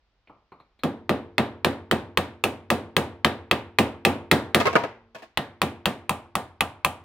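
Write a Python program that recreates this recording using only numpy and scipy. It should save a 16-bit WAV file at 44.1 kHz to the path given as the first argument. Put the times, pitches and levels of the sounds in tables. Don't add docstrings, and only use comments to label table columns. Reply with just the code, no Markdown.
import sys
import numpy as np
from scipy import signal
from scipy.fft import rfft, irfft
from scipy.io import wavfile

SR = 44100
rng = np.random.default_rng(int(sys.argv[2]) if len(sys.argv) > 2 else 0)


def transcribe(signal):
    frames = np.atleast_2d(signal).T
    limited = np.clip(frames, -1, 1)
    pcm = np.round(limited * 32767).astype(np.int16)
    wavfile.write(sys.argv[1], SR, pcm)


N = 310464
SIZE = 32768
T = np.arange(SIZE) / SR
HZ = np.fft.rfftfreq(SIZE, 1 / SR)

# frequency in Hz, level in dB, t60 in seconds,
# change in dB once the chisel has broken through.
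BENCH_RINGS = [(87.15, -39.5, 0.54, -1.5), (94, -45.5, 1.3, -3), (119.1, -35.5, 0.45, 0),
               (151.2, -34, .22, 5), (198.3, -24, 0.15, 5), (230.8, -19.5, 0.16, -1),
               (230.2, -46.5, 1.3, -0.5), (276, -34.5, 0.54, 0), (349.7, -27.5, .3, -5),
               (345, -46.5, 1.2, 2.5), (392, -45, 0.8, -3), (449.5, -45, 0.97, -4), (503, -38, 0.42, -16),
               (628, -38.5, 0.2, 9), (734, -35.5, 0.21, 3.5), (797, -39, 0.16, 13), (910, -46.5, 0.59, -1),
               (1030, -39, 0.095, 0), (1186, -33, 0.24, 2.5), (1375, -44, 0.2, 4), (1637, -38, .22, -0.5),
               (1846, -37.5, 0.21, 4), (2840, -42, 0.17, -4), (3910, -47.5, 0.12, 0),
               (2590, -38.5, 0.23, -4), (3180, -45.5, 0.2, 7.5)]


def amp(db):
    return 10 ** (np.asarray(db) / 20)


def read(points, hz=HZ):
    f, value = np.transpose(points)
    return np.interp(np.log(hz + 1), np.log(f + 1), value)


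def add(mix, start_s, sound):
    part = mix[:, round(start_s * SR):][:, :SIZE]
    part += sound[..., :part.shape[1]]


def colour(x, points):
    log_gain = np.log(amp(read(points)))
    both_sides = np.concatenate([log_gain, log_gain[-2:0:-1]])
    response = np.exp(np.conj(signal.hilbert(both_sides)))[:len(HZ)]
    return irfft(rfft(x) * response)


def unit(x):
    return x / np.sqrt(np.sum(x ** 2) + 1e-20)


def convolve(a, b):
    return irfft(rfft(a) * rfft(b))


def pair(length):
    # frequency in Hz, left-right likeness from 0 to 1.
    likeness = [(100, 0.94), (400, 0.96), (1000, 0.96), (2700, 0.11), (3400, 0.45), (4200, 0),
                (16000, 0.075)]
    alike = np.clip(read(likeness, np.fft.rfftfreq(length, 1 / SR)), -1, 1)
    mid, side = rfft(rng.standard_normal((2, length)))
    common = np.sqrt((1 + alike) / 2) * mid
    opposed = np.sqrt((1 - alike) / 2) * np.array([side, -side])
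    return irfft(common + opposed, length)


def ring(modes, pitch, lag, uneven_db, apart_hz=4500):
    hz, width, db = np.transpose(modes)[:, :, None]
    t = np.maximum(T[:SIZE // 8] - lag * rng.random(hz.shape), 0)
    uneven = uneven_db * rng.standard_normal(hz.shape)
    height = amp(db + uneven) * 2 * np.pi * width / SR
    skew = hz / apart_hz * rng.standard_normal(hz.shape) / 2
    envelope = height * np.exp(-np.pi * width * t) * (1 - np.exp(-4 * hz * t))
    phase = 2 * np.pi * hz * pitch * t
    sound = (envelope * np.cos(phase + np.array([skew, -skew]))).sum(1)
    return np.pad(sound, ((0, 0), (0, SIZE - sound.shape[1])))


def room_tone():
    # frequency in Hz, level in dB.
    air = [(20, -28.5), (45, -36.5), (90, -55), (200, -65.5), (750, -65), (1500, -68), (3500, -71),
           (5000, -75), (9000, -99), (16000, -104)]
    gain = amp(read(air, np.fft.rfftfreq(N, 1 / SR)))
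    return irfft(rfft(pair(N)) * gain, N)


def room_bands(early_db=4, early_share=0.91):
    # frequency in Hz, t60 in seconds, build-up in seconds.
    workshop = [(60, 0.87, 0.004), (200, 0.43, 0.0039), (507, 0.39, 0.0011), (990, 0.49, 0.00087),
                (2400, 0.42, 0.0099), (3940, 0.34, 0.004), (7000, 0.29, .001), (13900, 0.21, 0.002)]
    centres = np.array(workshop)[:, 0]
    bands = []
    for weights, (_, t60, rise) in zip(np.eye(len(workshop)), workshop):
        late_power = amp(-120 * T / t60)
        early_power = amp(2 * (early_db - 60 * T / (t60 * early_share)))
        build_up = 1 - np.exp(-(T / rise) ** 2)
        envelope = unit(np.sqrt(late_power + early_power) * build_up)
        bands.append((read(np.column_stack([centres, weights])), envelope))
    return bands


def tail(noise, bands):
    spectrum = rfft(noise)
    return sum(irfft(spectrum * weights) * envelope for weights, envelope in bands)


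def seating(bands, knock_room_db=-3, tick_room_db=-4, knock_decay=0.013):
    # start in seconds, dull knock in dB, bright tick in dB, steel ping in dB.
    touches = [(.273, -21, -18.5, -29), (0.2954, -3, -39, -40), (0.519, -3, -21.5, -19),
               (.6, -11, -24.5, -16.5), (0.791, -20.5, -25, -12)]
    # frequency in Hz, level in dB.
    dull_colour = [(50, -11.5), (220, -2.5), (700, -2.5), (1250, -1.5), (1600, -22), (3000, -64),
                   (6000, -58)]
    bright_colour = [(300, -17), (1500, -14), (2300, 4.5), (3100, -5.5), (3700, -11), (4800, -27),
                     (5500, -38), (9000, -58.5)]
    ping_colour = [(1000, -29), (3700, -9.5), (4300, -5), (4550, -33), (4900, -35), (9000, -41)]
    out = np.zeros((2, N))
    for start_s, knock_db, tick_db, ping_db in touches:
        room = tail(pair(SIZE), bands)
        touch = unit(rng.standard_normal(SIZE) * np.exp(-T / knock_decay))
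        knock = touch + amp(knock_room_db) * room
        tick = touch + amp(tick_room_db) * room
        add(out, start_s, amp(knock_db) * colour(knock, dull_colour))
        add(out, start_s, amp(tick_db) * colour(tick, bright_colour))
        add(out, start_s, amp(ping_db) * colour(tick, ping_colour))
    return out


def clank(pitch, through, rebound=0.41, rebound_s=.0016, echo=0.19, slap=0.31, slap_s=.0037):
    # frequency in Hz, width in Hz, level in dB,
    # change in dB once the chisel has broken through.
    chisel_modes = [(201, 100, 15.5, 6.5), (526.5, 57, 22.5, -6.5), (1076, 240, 19, 4.5),
                    (1226, 170, 19, 1), (1628, 37, 16.5, -10), (1934, 360, 20.5, -4), (2588, 215, 21, -1),
                    (2900, 30, 10.5, 6), (3100, 44, 6.5, -4), (3250, 120, 16.5, -3.5), (3420, 250, 11, 3.5),
                    (3760, 33, 5.5, -7), (4200, 33, 0.5, -19.5), (5270, 50, 3, 1), (6300, 40, 3, -3),
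                    (9600, 700, -4.5, 5)]
    hz, width, db, change_db = np.transpose(chisel_modes)
    modes = np.column_stack([hz, width, db + through * change_db])
    strike = ring(modes, pitch, lag=0.00041, uneven_db=1.4)
    kick = ring(modes, pitch, lag=0.00037, uneven_db=1.5)
    sound = strike + rebound * np.roll(kick, round(rebound_s * SR), axis=1)
    sound = sound + through * slap * np.roll(kick, round(slap_s * SR), axis=1)
    for k, delay_s in enumerate(np.sort(rng.uniform(.004, .02, 5))):
        level = echo / np.sqrt(k + 1) * rng.choice([-1, 1])
        sound = sound + level * np.roll(strike, round(delay_s * SR), axis=1)
    return unit(sound)


def tearing_edge(grain, decay=0.0024, rise=0.00019):
    # frequency in Hz, level in dB.
    tear_colour = [(100, -19), (1000, 8), (3000, 11.5), (4300, 13.5), (5200, -3), (7000, 0), (9500, -3),
                   (11500, -3.5), (14500, 2.5), (16000, -1)]
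    burst = unit(np.exp(-T / decay) * (1 - np.exp(-T / rise)))
    return colour(grain * burst, tear_colour)


def thrown_back(direct, delay_s=.016, echo_db=-15, dull_hz=1700):
    dull = signal.sosfilt(signal.butter(1, dull_hz, fs=SR, output="sos"), direct)
    return amp(echo_db) * np.roll(dull, round(delay_s * SR), axis=1)


def clutter(count=90, t60_at_1khz=0.24, shorter=0.41):
    place = (np.arange(count) + rng.random(count)) / count
    hz = 700 * 22 ** place[:, None]
    t60 = t60_at_1khz * (hz / 1000) ** -shorter
    rings = np.exp(-np.log(1000) * T / t60) * np.sin(2 * np.pi * hz * T)
    return rings * np.sqrt(hz / t60)


def boom(grain, bands, tins):
    # frequency in Hz, level in dB.
    boom_colour = [(25, -12), (50, -5), (85, 24.5), (170, 17.5), (220, 25.5), (280, 26.5), (420, 23.5),
                   (540, 24.5), (780, 20.5), (1200, 13.5), (1650, 12), (2700, 8), (3900, 7), (4800, -0.8),
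                   (6500, -5.5), (9500, -2.5), (11500, -8), (15500, -7)]
    shared = rng.standard_normal(len(tins))
    per_port = .5 * rng.standard_normal((2, len(tins)))
    shaken = unit((shared + per_port) @ tins)
    return colour(tail(grain, bands) + shaken, boom_colour)


def bench_rings(delay=0.005, rise=0.002):
    hz, db, t60, _ = np.transpose(BENCH_RINGS)[:, :, None]
    t = np.maximum(T - delay, 0)
    wave = np.sin(2 * np.pi * (hz * t + rng.random(hz.shape)))
    return amp(db - 60 * t / t60) * wave * (1 - np.exp(-t / rise))


def bench(rings, through, uneven_db=1.5):
    change_db = np.array(BENCH_RINGS)[:, 3]
    uneven = uneven_db * rng.standard_normal(len(BENCH_RINGS))
    return amp(through * change_db + uneven) @ rings


def thump(noise, delay=.006, decay=.016):
    # frequency in Hz, level in dB.
    heave_colour = [(40, -20), (90, 8.5), (140, 23), (175, 20), (225, 28.5), (330, 18.5), (550, 23.5),
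                    (900, 16), (1400, 6), (3000, -11), (8000, -35.5)]
    t = np.maximum(T - delay, 0)
    push = unit(np.exp(-t / decay) * (1 - np.exp(-t / 0.00071)))
    return colour(noise[:, ::-1] * push, heave_colour)


def blow_tone(start_s, push_db, tear_db, aim):
    # frequency in Hz, dB per dB of push.
    push_tilt = [(85, 0.22), (200, 0.92), (620, .5), (1150, 0.27), (1850, 0)]
    # frequency in Hz, dB per dB of tearing.
    tear_tilt = [(3800, 0), (7000, 1)]
    # frequency in Hz, change in dB.
    square_tone = [(1150, 0), (1850, -3), (2550, 4), (3800, -2), (7000, 0)]
    # frequency in Hz, change in dB.
    upright_tone = [(100, 1), (400, -3), (750, 2.5), (1150, 4), (1850, -2), (2550, -1), (6000, -1.5),
                    (9500, 1.5), (13000, -1)]
    raised_s = [5.85, 6.1]
    upright = np.interp(start_s, raised_s, [0, 1])
    db = push_db * read(push_tilt) + tear_db * read(tear_tilt)
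    db = db + aim * read(square_tone) + upright * read(upright_tone)
    return np.column_stack([HZ, db])


def hammering(bands, repeat=0.74, clank_db=14.0, edge_db=-1.13, boom_db=-2.0, bench_db=0, thump_db=-.8,
              handover=.25, break_s=5, chisel_hz=2580):
    # start in seconds, force in dB, push into the bench in dB, tearing in dB,
    # aim from -1 glancing to 1 square, chisel pitch in Hz.
    blows = [(0.835, -10, 10.5, -2, -.45, 2580), (1.0936, -5, 7.5, -4.5, -0.11, 2570),
             (1.3812, -1, 2.5, -5, -0.21, 2690), (1.6465, -0.9, 2.5, -1, -0.3, 2390),
             (1.9122, -2, 3.5, -1.3, -0.1, 2457), (2.1734, -0.6, -2.5, -0.8, -0.15, 2464),
             (2.4389, -2.5, 1, 3.2, 0.7, 2620), (2.7025, -1.9, 4.5, 2, -0.035, 2580),
             (2.966, 0, 0.9, 1.5, 0.0009, 2580), (3.2466, 3, -3, -3.6, -0.26, 2477),
             (3.5124, 1.3, -3.5, -4, 0.45, 2576), (3.7866, 2.5, .4, 0.3, 0.57, 2496),
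             (4.0503, 2.5, 2, 1, 0.81, 2604), (4.3135, 4, 1.2, 1.5, -.85, 2576),
             (4.5462, 2.5, 1.5, 2.7, -.6, 2574), (5.3736, -4, -4, -3, -0.61, 2606),
             (5.617, -2.2, 0, 1.3, 0.54, 2626), (5.8568, -2.1, -2.1, 1.8, 0.18, 2444),
             (6.0941, -5, -2.5, 4.5, 0.89, 2474), (6.3533, -6, -2, 4, -0.3, 2630),
             (6.6075, -2, -6.5, 1.5, .75, 2610), (6.8475, -2, -6, 5, 1, 2530)]
    out = np.zeros((2, N))
    paths, rings, tins = pair(SIZE), bench_rings(), clutter()
    repeat = np.clip(repeat, 0, 1)
    for start_s, force_db, push_db, tear_db, aim, hz in blows:
        through = start_s > break_s
        grain = repeat * paths + np.sqrt(1 - repeat ** 2) * pair(SIZE)
        direct = amp(clank_db) * clank(hz / chisel_hz, through)
        direct = direct + amp(edge_db) * tearing_edge(grain)
        answer = amp(boom_db) * boom(grain, bands, tins)
        answer = answer + amp(bench_db) * bench(rings, through)
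        answer = answer + amp(thump_db) * thump(grain)
        near = (direct + thrown_back(direct)) * amp(-handover * push_db)
        blow = near + answer * amp(handover * push_db)
        add(out, start_s, amp(force_db) * colour(blow, blow_tone(start_s, push_db, tear_db, aim)))
    return out


def contact_tone(length, typical_s=.012):
    doublings = np.log2(length / typical_s)
    body_db = .5 - 1.5 * doublings
    hiss_db = -4.5 + 5 * doublings
    return [(650, body_db), (1100, 0.0031), (7000, hiss_db)]


def clatter(bands, chatter_per_s=900, room_db=-6, scrape_db=-1, ring_db=-9, bench_db=-35):
    # start in seconds, level in dB, length in seconds.
    contacts = [(4.6, 20, 0.022), (4.655, 20.5, 0.012), (4.668, 21, 0.014), (4.729, 10, 0.015),
                (4.7542, 25.5, 0.0071), (4.761, 23, .008), (4.836, 12, 0.0086), (4.846, 7, .007),
                (5.147, 1.5, 0.026), (5.184, -10, 0.036), (5.221, -3, 0.029)]
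    # frequency in Hz, width in Hz, level in dB.
    sheet_modes = [(414, 35, 5), (485, 31, -0.5), (656, 46, 9.5), (777, 19, -3.5), (950, 8, 5),
                   (1080, 16, 5), (1248, 70, 2.5), (1418, 34, 0.5), (1650, 69, 2), (2200, 200, -5.5),
                   (2610, 80, -5), (2750, 140, -10)]
    # frequency in Hz, level in dB.
    scrape_colour = [(50, -20.5), (200, -9.5), (450, 1.5), (750, -1), (1150, -6.5), (2200, -7.5),
                     (3800, -14), (5000, -17), (9000, -29), (15500, -36)]
    out, nudge = np.zeros((2, N)), bench(bench_rings(), through=False)
    for start_s, db, length in contacts:
        hits = rng.random(SIZE) < chatter_per_s / SR
        strikes = pair(SIZE) * (hits + 0.16)
        strikes = np.sqrt(2) * unit(strikes * np.exp(-(T / length) ** 2))
        rings = unit(convolve(strikes, ring(sheet_modes, 1, lag=0.0018, uneven_db=3)))
        room = tail(pair(SIZE), bands)
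        scrape = colour(amp(scrape_db) * strikes + amp(room_db) * room, scrape_colour)
        contact = colour(amp(ring_db) * rings + scrape, contact_tone(length))
        add(out, start_s, amp(db) * (contact + amp(bench_db) * nudge))
    return out


def scene():
    bands = room_bands()
    return room_tone() + seating(bands) + hammering(bands) + clatter(bands)


def record(dry, ceiling=0.94, low_cut_hz=58, edge_hz=15900):
    # frequency in Hz, radians by which the left port leads.
    port_lead = [(0, 0.061), (300, 0.24), (650, .35), (2700, 0.26), (3400, 0.044), (16000, 0.096)]
    lead = np.interp(np.fft.rfftfreq(N, 1 / SR), *np.transpose(port_lead))
    ports = irfft(rfft(dry) * np.exp(1j * np.array([lead, -lead]) / 2), N)
    rounded = ports / (1 + (ports / ceiling) ** 4) ** (1 / 4)
    low_cut = signal.butter(3, low_cut_hz, "high", fs=SR, output="sos")
    band_limit = signal.firwin(255, edge_hz, window=("kaiser", 8), fs=SR)
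    return signal.oaconvolve(signal.sosfilt(low_cut, rounded), band_limit[None], "same")


dry = scene()
out = record(dry)
transcribe(out)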